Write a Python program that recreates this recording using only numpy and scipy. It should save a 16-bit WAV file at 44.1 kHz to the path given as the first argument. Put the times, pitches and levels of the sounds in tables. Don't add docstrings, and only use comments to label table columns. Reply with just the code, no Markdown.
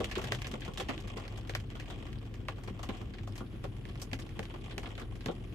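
import sys
import numpy as np
from scipy import signal
from scipy.fft import rfft, irfft, next_fast_len
from scipy.io import wavfile
from scipy.ndimage import map_coordinates

SR = 44100
rng = np.random.default_rng(int(sys.argv[2]) if len(sys.argv) > 2 else 0)


def volts_from_decibels(level):
    exponent = np.asarray(level, float) / 20
    return 10 ** exponent


def generate_wav(sig):
    pcm = np.round(np.clip(np.atleast_2d(sig).T, -1, 1) * 32767).astype(np.int16)
    wavfile.write(sys.argv[1], SR, pcm)


N = 244314
T = np.arange(N) / SR


def unit(x):
    return x / np.sqrt(np.mean(x ** 2) + 1e-20)


def along(points, hz):
    f, v = np.transpose(points)
    return np.interp(np.log(hz + 1), np.log(f + 1), v)


def curve(rows, axis):
    return np.interp(T, np.array(rows)[:, 0], np.array(rows)[:, axis])


def wobble(rate):
    return map_coordinates(rng.standard_normal(int(N * rate / SR) + 4), [T * rate])


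def filtered(x, response):
    m = next_fast_len(x.shape[-1] + 4096)
    spectrum = rfft(x, m) * response(np.fft.rfftfreq(m, 1 / SR))
    return irfft(spectrum, m)[..., :x.shape[-1]]


def resonant(modes):
    def response(hz):
        total = 0
        for k, (centre, width, db) in enumerate(modes):
            mode = 1j * hz * width / (centre * centre - hz * hz + 1j * hz * width)
            total = total + (-1) ** k * volts_from_decibels(db / 2) * mode
        return total ** 2
    return response


def noise(spectrum):
    return unit(filtered(rng.standard_normal((2, N)), lambda hz: volts_from_decibels(along(spectrum, hz))))


EAR_LAG = rng.integers(-22, 26, size=200)


def answers(click_db, modes, t60, rise):
    t = np.arange(SR // 10) / SR
    count = len(click_db)
    hard = volts_from_decibels(click_db - click_db.mean())[:, None, None]
    fade = volts_from_decibels(-60 * t / t60) + 0.8 * np.sqrt(hard) * volts_from_decibels(-60 * t / (t60 / 5))
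    fade *= 1 - np.exp(-t * np.sqrt(hard) / rise)
    fade *= np.cos(5 * np.pi * t)
    echo = rng.standard_normal((count, 2, len(t))) * fade
    echo *= volts_from_decibels(4.53 * rng.standard_normal((count, 2, len(t) // 30)).repeat(30, axis=2))
    echo[:, 0, 40] += volts_from_decibels(click_db)
    echo[np.arange(count), 1, 40 + EAR_LAG[:count]] += volts_from_decibels(click_db)
    spot = [(hz, width, db + rng.normal(0, 1.5, (count, 1, 1))) for hz, width, db in modes]
    out = filtered(echo, resonant(spot))
    return out / np.abs(out).max(axis=(1, 2), keepdims=True)


def place(sounds, seconds, db):
    out = np.zeros((2, N + SR))
    for sound, s, gain in zip(sounds, seconds, volts_from_decibels(db)):
        start = max(round(s * SR), 0)
        out[:, start:start + sound.shape[1]] += gain * sound
    return out[:, :N]


def patter(modes, rate, spread_db, t60, rise, count):
    falls = rng.random((count, N)) < rate / count / SR
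    size = np.minimum(rng.exponential(size=(count, N)), 4)
    hits = falls * volts_from_decibels(spread_db * size)
    tails = answers(np.full(count, 10.), modes, t60, rise)
    return unit(signal.fftconvolve(hits[:, None], tails, axes=2)[..., :N].sum(axis=0))


# freq_hz, level_db (per Hz)
RUMBLE_SPECTRUM = [(15, -54), (30, -39), (45, -6), (62, 0), (73, -5), (105, 3.5), (135, -22), (165, -11.5),
                   (350, -11), (520, -28.5), (880, -120)]
# freq_hz, level_db (per Hz)
HISS_SPECTRUM = [(240, -53), (400, -30), (700, -14.5), (1500, -10.5), (3200, -16), (4500, -23.5),
                 (8300, -34.5), (9700, -38), (12000, -30), (15600, -37)]


def street_air():
    street = volts_from_decibels(-64.5 + 0.5 * wobble(18) + 1.4 * wobble(22.02)) * noise(HISS_SPECTRUM)
    return volts_from_decibels(-46 + 0.46 * wobble(3.29)) * noise(RUMBLE_SPECTRUM) + street


# multiple (of the idle rate), level_db (rms)
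IDLE_ORDERS = [(2, -48), (3, -57), (4, -61.5), (5, -49), (6, -54.5)]


def engine():
    idle_hz = 20.84
    turn = 2 * np.pi * np.cumsum(idle_hz * (1 + 0.0053 * wobble(2.5))) / SR
    out = 0
    for k, db in IDLE_ORDERS:
        strength = volts_from_decibels(db + 2.5 + .3 * k * wobble(9))
        out = out + strength * np.sin(k * turn + rng.uniform(0, 6))
    return out


# freq_hz, level_db (rms)
WHINE_LINES = [(10200, -95), (10400, -92), (10600, -91), (10800, -92), (11000, -95)]
# time_s, level_db
WHINE_SWITCH = [
    (3.33, -40),
    (3.345, 0),
    (4.915, 0),
    (4.925, -12),
    (4.95, -12),
    (4.96, 0),
    (5.54, 0),
]


def whine():
    lines = sum(volts_from_decibels(db + 5) * np.sin(2 * np.pi * hz * T) for hz, db in WHINE_LINES)
    hiss = unit(filtered(rng.standard_normal((2, N)), resonant([(10760, 870, 0)])))
    chop = unit(np.exp(1.5 * np.cos(2 * np.pi * 200 * T)))
    switch = volts_from_decibels(np.interp(T, *np.transpose(WHINE_SWITCH), left=-60))
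    return switch * (lines + volts_from_decibels(-80) * chop * hiss)


def boom():
    level_db, sway_db, rain_share, shake_db = -53, 3, 0.58, 2.5
    pass_s, pass_span_s, pass_db = 1.54, 0.18, 8
    mode = resonant([(128.6, 25.7, 0)])
    rain_db = curve(RAIN, axis=1)
    swell_db = level_db + pass_db / (1 + ((T - pass_s) / pass_span_s) ** 2)
    swell_db = swell_db + rain_share * (rain_db - rain_db.mean()) + sway_db * wobble(2.73)
    hum = volts_from_decibels(swell_db) * unit(filtered(rng.standard_normal(N), mode))
    s, db = np.transpose(ROOF_BLOWS)[:2]
    push = volts_from_decibels(db + shake_db + 39.5) * rng.standard_normal(len(s))
    blows = np.bincount(np.round(s * SR).astype(int), push, N)
    return hum + filtered(blows, mode)


# time_s, level_db
RAIN = [(0, -54), (.18, -51.5), (.59, -55), (.82, -56), (1.08, -51.5), (1.59, -61.5), (1.97, -54),
        (2.33, -65), (2.59, -60), (2.73, -61), (2.96, -56), (3.08, -60.5), (3.49, -63), (3.75, -60),
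        (4.58, -58), (4.88, -54.5), (4.98, -62.5), (5.3, -60.5)]
# freq_hz, width_hz, level_db
ROOF_MODES = [(127.6, 49.5, -5), (215, 120, 0), (348.5, 106, -1), (494, 163, -7)]


def shower():
    drum_db, rain_share = -53.5, 0.43
    shell = BODY_MODES + GLASS_MODES + [(4800, 2000, -10), (8000, 2500, -20)]
    fine = patter(shell, 210, 3.5, .045, .0008, count=5)
    drum = patter(ROOF_MODES, 150, 2, .12, .004, count=5)
    rain_db = curve(RAIN, axis=1)
    return volts_from_decibels(rain_db) * fine + volts_from_decibels(drum_db + rain_share * (rain_db - rain_db.mean())) * drum


# start_s, peak_db
TICK_DROPS = [(0.0867, -44), (0.7442, -58), (0.9472, -45), (1.0365, -49), (1.1164, -42.5), (1.3606, -41),
              (1.4102, -42.5), (1.9604, -53), (2.0288, -47), (2.1849, -42), (2.2628, -49), (2.56, -50),
              (3.0964, -57), (3.3009, -49), (3.322, -41), (3.4715, -53), (3.4984, -54), (3.7319, -59),
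              (3.7658, -61), (3.8048, -64), (3.8686, -47), (3.888, -42.5), (3.9304, -50), (3.9749, -45),
              (4.221, -36), (4.2662, -47), (4.6114, -44), (4.9137, -55), (5.3502, -48), (5.5174, -60)]
# freq_hz, width_hz, level_db
TICK_MODES = [(3170, 1800, 0), (5460, 1650, -5.5), (8900, 1900, -13.5)]


def ticks():
    s, db = np.transpose(TICK_DROPS)
    clear = answers(np.full(len(s), 22.), TICK_MODES, t60=0.065, rise=0.0012)
    sprinkle = patter(TICK_MODES, 90, 1.2, 0.023, 0.00026, count=5)
    return place(clear, s, db - 1.5) + volts_from_decibels(curve(RAIN, axis=1) - 14) * sprinkle


# start_s, peak_db, panel_hz, knock_db
ROOF_BLOWS = [(.001, -27.5, 231, -7), (.171, -35, 215, 1.5), (.239, -31, 182, -13.5), (.317, -39.5, 240, 1),
              (.536, -31.5, 218, -13), (.68, -38.5, 187, -5.5), (.796, -38, 182, 0),
              (.893, -22.5, 229, -16), (0.973, -38, 320, -18), (1.168, -37, 198, -5),
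              (1.271, -45, 226, -15), (1.491, -43.5, 326, -1.5), (1.547, -45, 322, 0.5),
              (2.481, -44, 288, -7), (2.68, -38, 190, -6), (2.709, -32, 180, -30),
              (2.893, -27.5, 209, -11.5), (3.015, -36, 199, -15), (3.411, -31.5, 215, -12.5),
              (3.639, -38.5, 166, -2.5), (3.745, -43, 187, -27), (4.13, -32, 263, -10.5),
              (4.39, -32, 203, -8), (4.541, -45.5, 200, -0.5), (4.685, -42.5, 195, -16),
              (4.775, -37.5, 200, -4), (5.021, -35, 232, -9.5), (5.26, -31.5, 256, -11),
              (5.287, -29, 170, -2), (5.411, -41.5, 194.5, -14)]
# freq_hz, width_hz, level_db
KNOCK_MODES = [(371, 112, 3.5), (544, 119, 0), (769, 125, -5)]


def thuds():
    t = np.arange(SR // 6) / SR
    s, db, hz, knock_db = np.transpose(ROOF_BLOWS)
    detune = rng.normal(0, 0.227, (len(s), 2, 1)) * [[0], [1]]
    pitch = hz[:, None, None] * np.exp(detune)
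    phase = rng.uniform(0, 3.16, (len(s), 2, 2, 1))
    ring = np.sin(2 * np.pi * pitch[:, None] * t + phase) * volts_from_decibels([[0], [-7]])
    ring = ring.sum(axis=2) * volts_from_decibels(-60 * t / 0.12) * (1 - np.exp(-t / 0.00093))
    knock = answers(np.full(len(s), 22.), KNOCK_MODES, t60=.13, rise=.004)
    return place(ring, s - .002, db - 4) + place(knock, s - .002, db + knock_db + 7.0)


# start_s, tap_db, body_db, splash_db
GLASS_DROPS = [(.0423, -24.5, -14, -16), (.3197, -21, -11.5, -16), (.3471, -32.5, -14, -9.5),
               (.4179, -30.5, -14, -11.5), (.4682, -32, -13, -10), (.5386, -34, -2, -15),
               (.6065, -44.5, -27, -4), (.8104, -45, -13, -16.5), (.8854, -35, -5, -14),
               (.9773, -33, -27, -20), (1.278, -38.5, -11, -18.5), (1.494, -30, -10, -15.5),
               (1.5359, -38.5, -18, -35), (1.5494, -23, -11.5, -14), (1.5994, -43, -10, -9.5),
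               (1.701, -41.5, -13, -16), (1.988, -46.5, -16, -18), (2.1282, -41, -18, -13.5),
               (2.4834, -27.5, -6.5, -18.5), (3.8521, -39, -8, -21), (3.9547, -43, -6, -15),
               (4.1136, -39.5, -15, -18), (4.1306, -27, -11.5, -17), (4.2909, -43.5, -13, -11),
               (4.3915, -28.5, -7.5, -15.5), (4.4528, -38, -12, -20), (4.779, -28.5, -10, -13.5),
               (4.8577, -37.5, -7, -35), (4.952, -40.5, -33, -20), (5.2586, -28.5, -11, -13.5)]
# start_s, tap_db, body_db, splash_db
ROOF_DROPS = [(.0014, -36, -0.5, -11.5), (.1123, -32.5, -13, -9.5), (.1535, -30.5, -8.5, -10.5),
              (.1782, -36, 1, -11), (.2144, -37.5, -6, -10), (.2395, -35, -7, -11), (.4447, -34, -14, -26),
              (.6764, -41.5, -1, -9.5), (.7733, -32, -11, -11), (.7986, -31, -8, -9.5),
              (.89, -30.5, -1.5, -18), (1.073, -42, -10, -10), (1.1697, -39, -2, -8.5),
              (1.3738, -41.5, -4, -9), (1.752, -42.5, -3, -15), (1.797, -37, -15, -12),
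              (1.8998, -40, -7, -11), (2.6745, -40.5, 0, -16.5), (2.7908, -45.5, 2, -13),
              (2.829, -37.5, -2, -8.5), (2.8881, -35.5, -1, -17.5), (3.0107, -42, -5.5, -16.5),
              (3.4039, -48.5, 7, -12), (3.6388, -41.5, 2.5, -13), (4.4275, -39, -14, -16),
              (4.708, -40, -14, -20), (4.8314, -41.5, 0, -15), (4.9772, -37.5, -5.5, -15),
              (4.9956, -40, -1.5, -10), (5.2824, -36, -1.5, -26)]
# start_s, tap_db, body_db
LIGHT_DROPS = [(.2715, -35.5, -15), (.405, -52, -16), (.513, -38, -9), (.618, -37, -18), (.6484, -38, -11),
               (1.002, -47, -9), (1.1963, -44.5, 1), (1.2361, -45, -10), (1.3219, -47, -1),
               (1.448, -47.5, -6), (1.8572, -45.5, -17), (2.0646, -43.5, -6.5), (2.2262, -55, -22),
               (2.3396, -45, -8.5), (2.581, -49.5, 3), (2.6354, -47, -4), (3.1363, -43.5, -11),
               (3.183, -43, -13), (3.273, -46.5, 3), (3.355, -44.5, -13), (3.3776, -42.5, -6),
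               (3.997, -46, -18), (4.0164, -44, -3), (4.1888, -43, -6), (4.5386, -45.5, 1),
               (4.6404, -42.5, -29), (4.68, -49, -4), (5.0153, -43, -3), (5.154, -46, -15),
               (5.207, -44, -13)]


def clear_drops():
    strays, stray_db, stray_body_db, scatter_db = 30, 10.5, -7, 1.5
    chance = rng.standard_normal((strays, 3))
    s = (np.arange(strays) + rng.random(strays)) * N / SR / strays
    tap = np.interp(s, *np.transpose(RAIN)) + stray_db + scatter_db * chance[:, 0]
    body = stray_body_db + 1.5 * scatter_db * chance[:, 1]
    light = np.r_[LIGHT_DROPS, np.c_[s, tap, body]]
    light = np.c_[light, -16.5 - 7.5 * rng.standard_normal(len(light))]
    drops_by_kind = []
    for rows, click_db in [(GLASS_DROPS, 10), (ROOF_DROPS, -1), (light, 2.5)]:
        clicks = click_db + 2 * rng.standard_normal(len(rows))
        drops_by_kind.append(np.c_[rows, clicks])
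    return np.vstack(drops_by_kind)


# freq_hz, width_hz, level_db
GLASS_MODES = [(1536, 367, 0), (2137, 1760, -1.5), (3320, 1060, 3.5), (4300, 1790, -13)]
# freq_hz, width_hz, level_db
BODY_MODES = [(505, 134, 2), (734, 243, 6), (1111, 256, 5.5), (1435, 175, 1)]
# freq_hz, width_hz, level_db
SPLASH_MODES = [(5660, 4740, 19), (8300, 20000, -37), (11200, 820, -8)]


def drops():
    s, db, body_db, splash_db, click_db = clear_drops().T
    tap = answers(click_db + 22, GLASS_MODES, t60=.135, rise=.0012)
    body = answers(click_db + 20, BODY_MODES, t60=.11, rise=.003)
    splash = answers(click_db + 14, SPLASH_MODES, t60=.12, rise=.0015)
    out = place(tap, s, db + 3.5)
    out += place(body, s, db + body_db + 5.5)
    return out + place(splash, s, db + splash_db + 7.5)


# freq_hz, likeness (correlation)
EAR_LIKENESS = [(60, 1), (130, 0.76), (290, 0.8), (640, 0.3), (1410, 0.33), (3100, -0.16), (6820, 0.35),
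                (15000, -0.13)]


def blend(pair):
    def turn(hz):
        return np.arcsin(np.clip(along(EAR_LIKENESS, hz), 0, 1)) / 2
    own = filtered(pair, lambda hz: np.cos(turn(hz)))
    return own + filtered(pair[::-1], lambda hz: np.sin(turn(hz)))


def scene():
    around = drops() + thuds() + shower() + ticks() + street_air()
    return blend(around) + engine() + boom() + whine()


def roll_off(x):
    return signal.sosfilt(signal.butter(12, 15720, fs=SR, output="sos"), x)


def record(dry):
    # freq_hz, left_db (the right is its opposite)
    tilt_db = [(40, 0.38), (90, 1.2), (250, 0.27), (1000, 0.7), (2500, -0.46), (12000, -0.65)]

    def microphones(hz):
        return volts_from_decibels(along(tilt_db, hz) * np.array([[1], [-1]])) * (hz < 15700)
    return roll_off(filtered(dry, microphones))


dry = scene()
out = record(dry)
generate_wav(out)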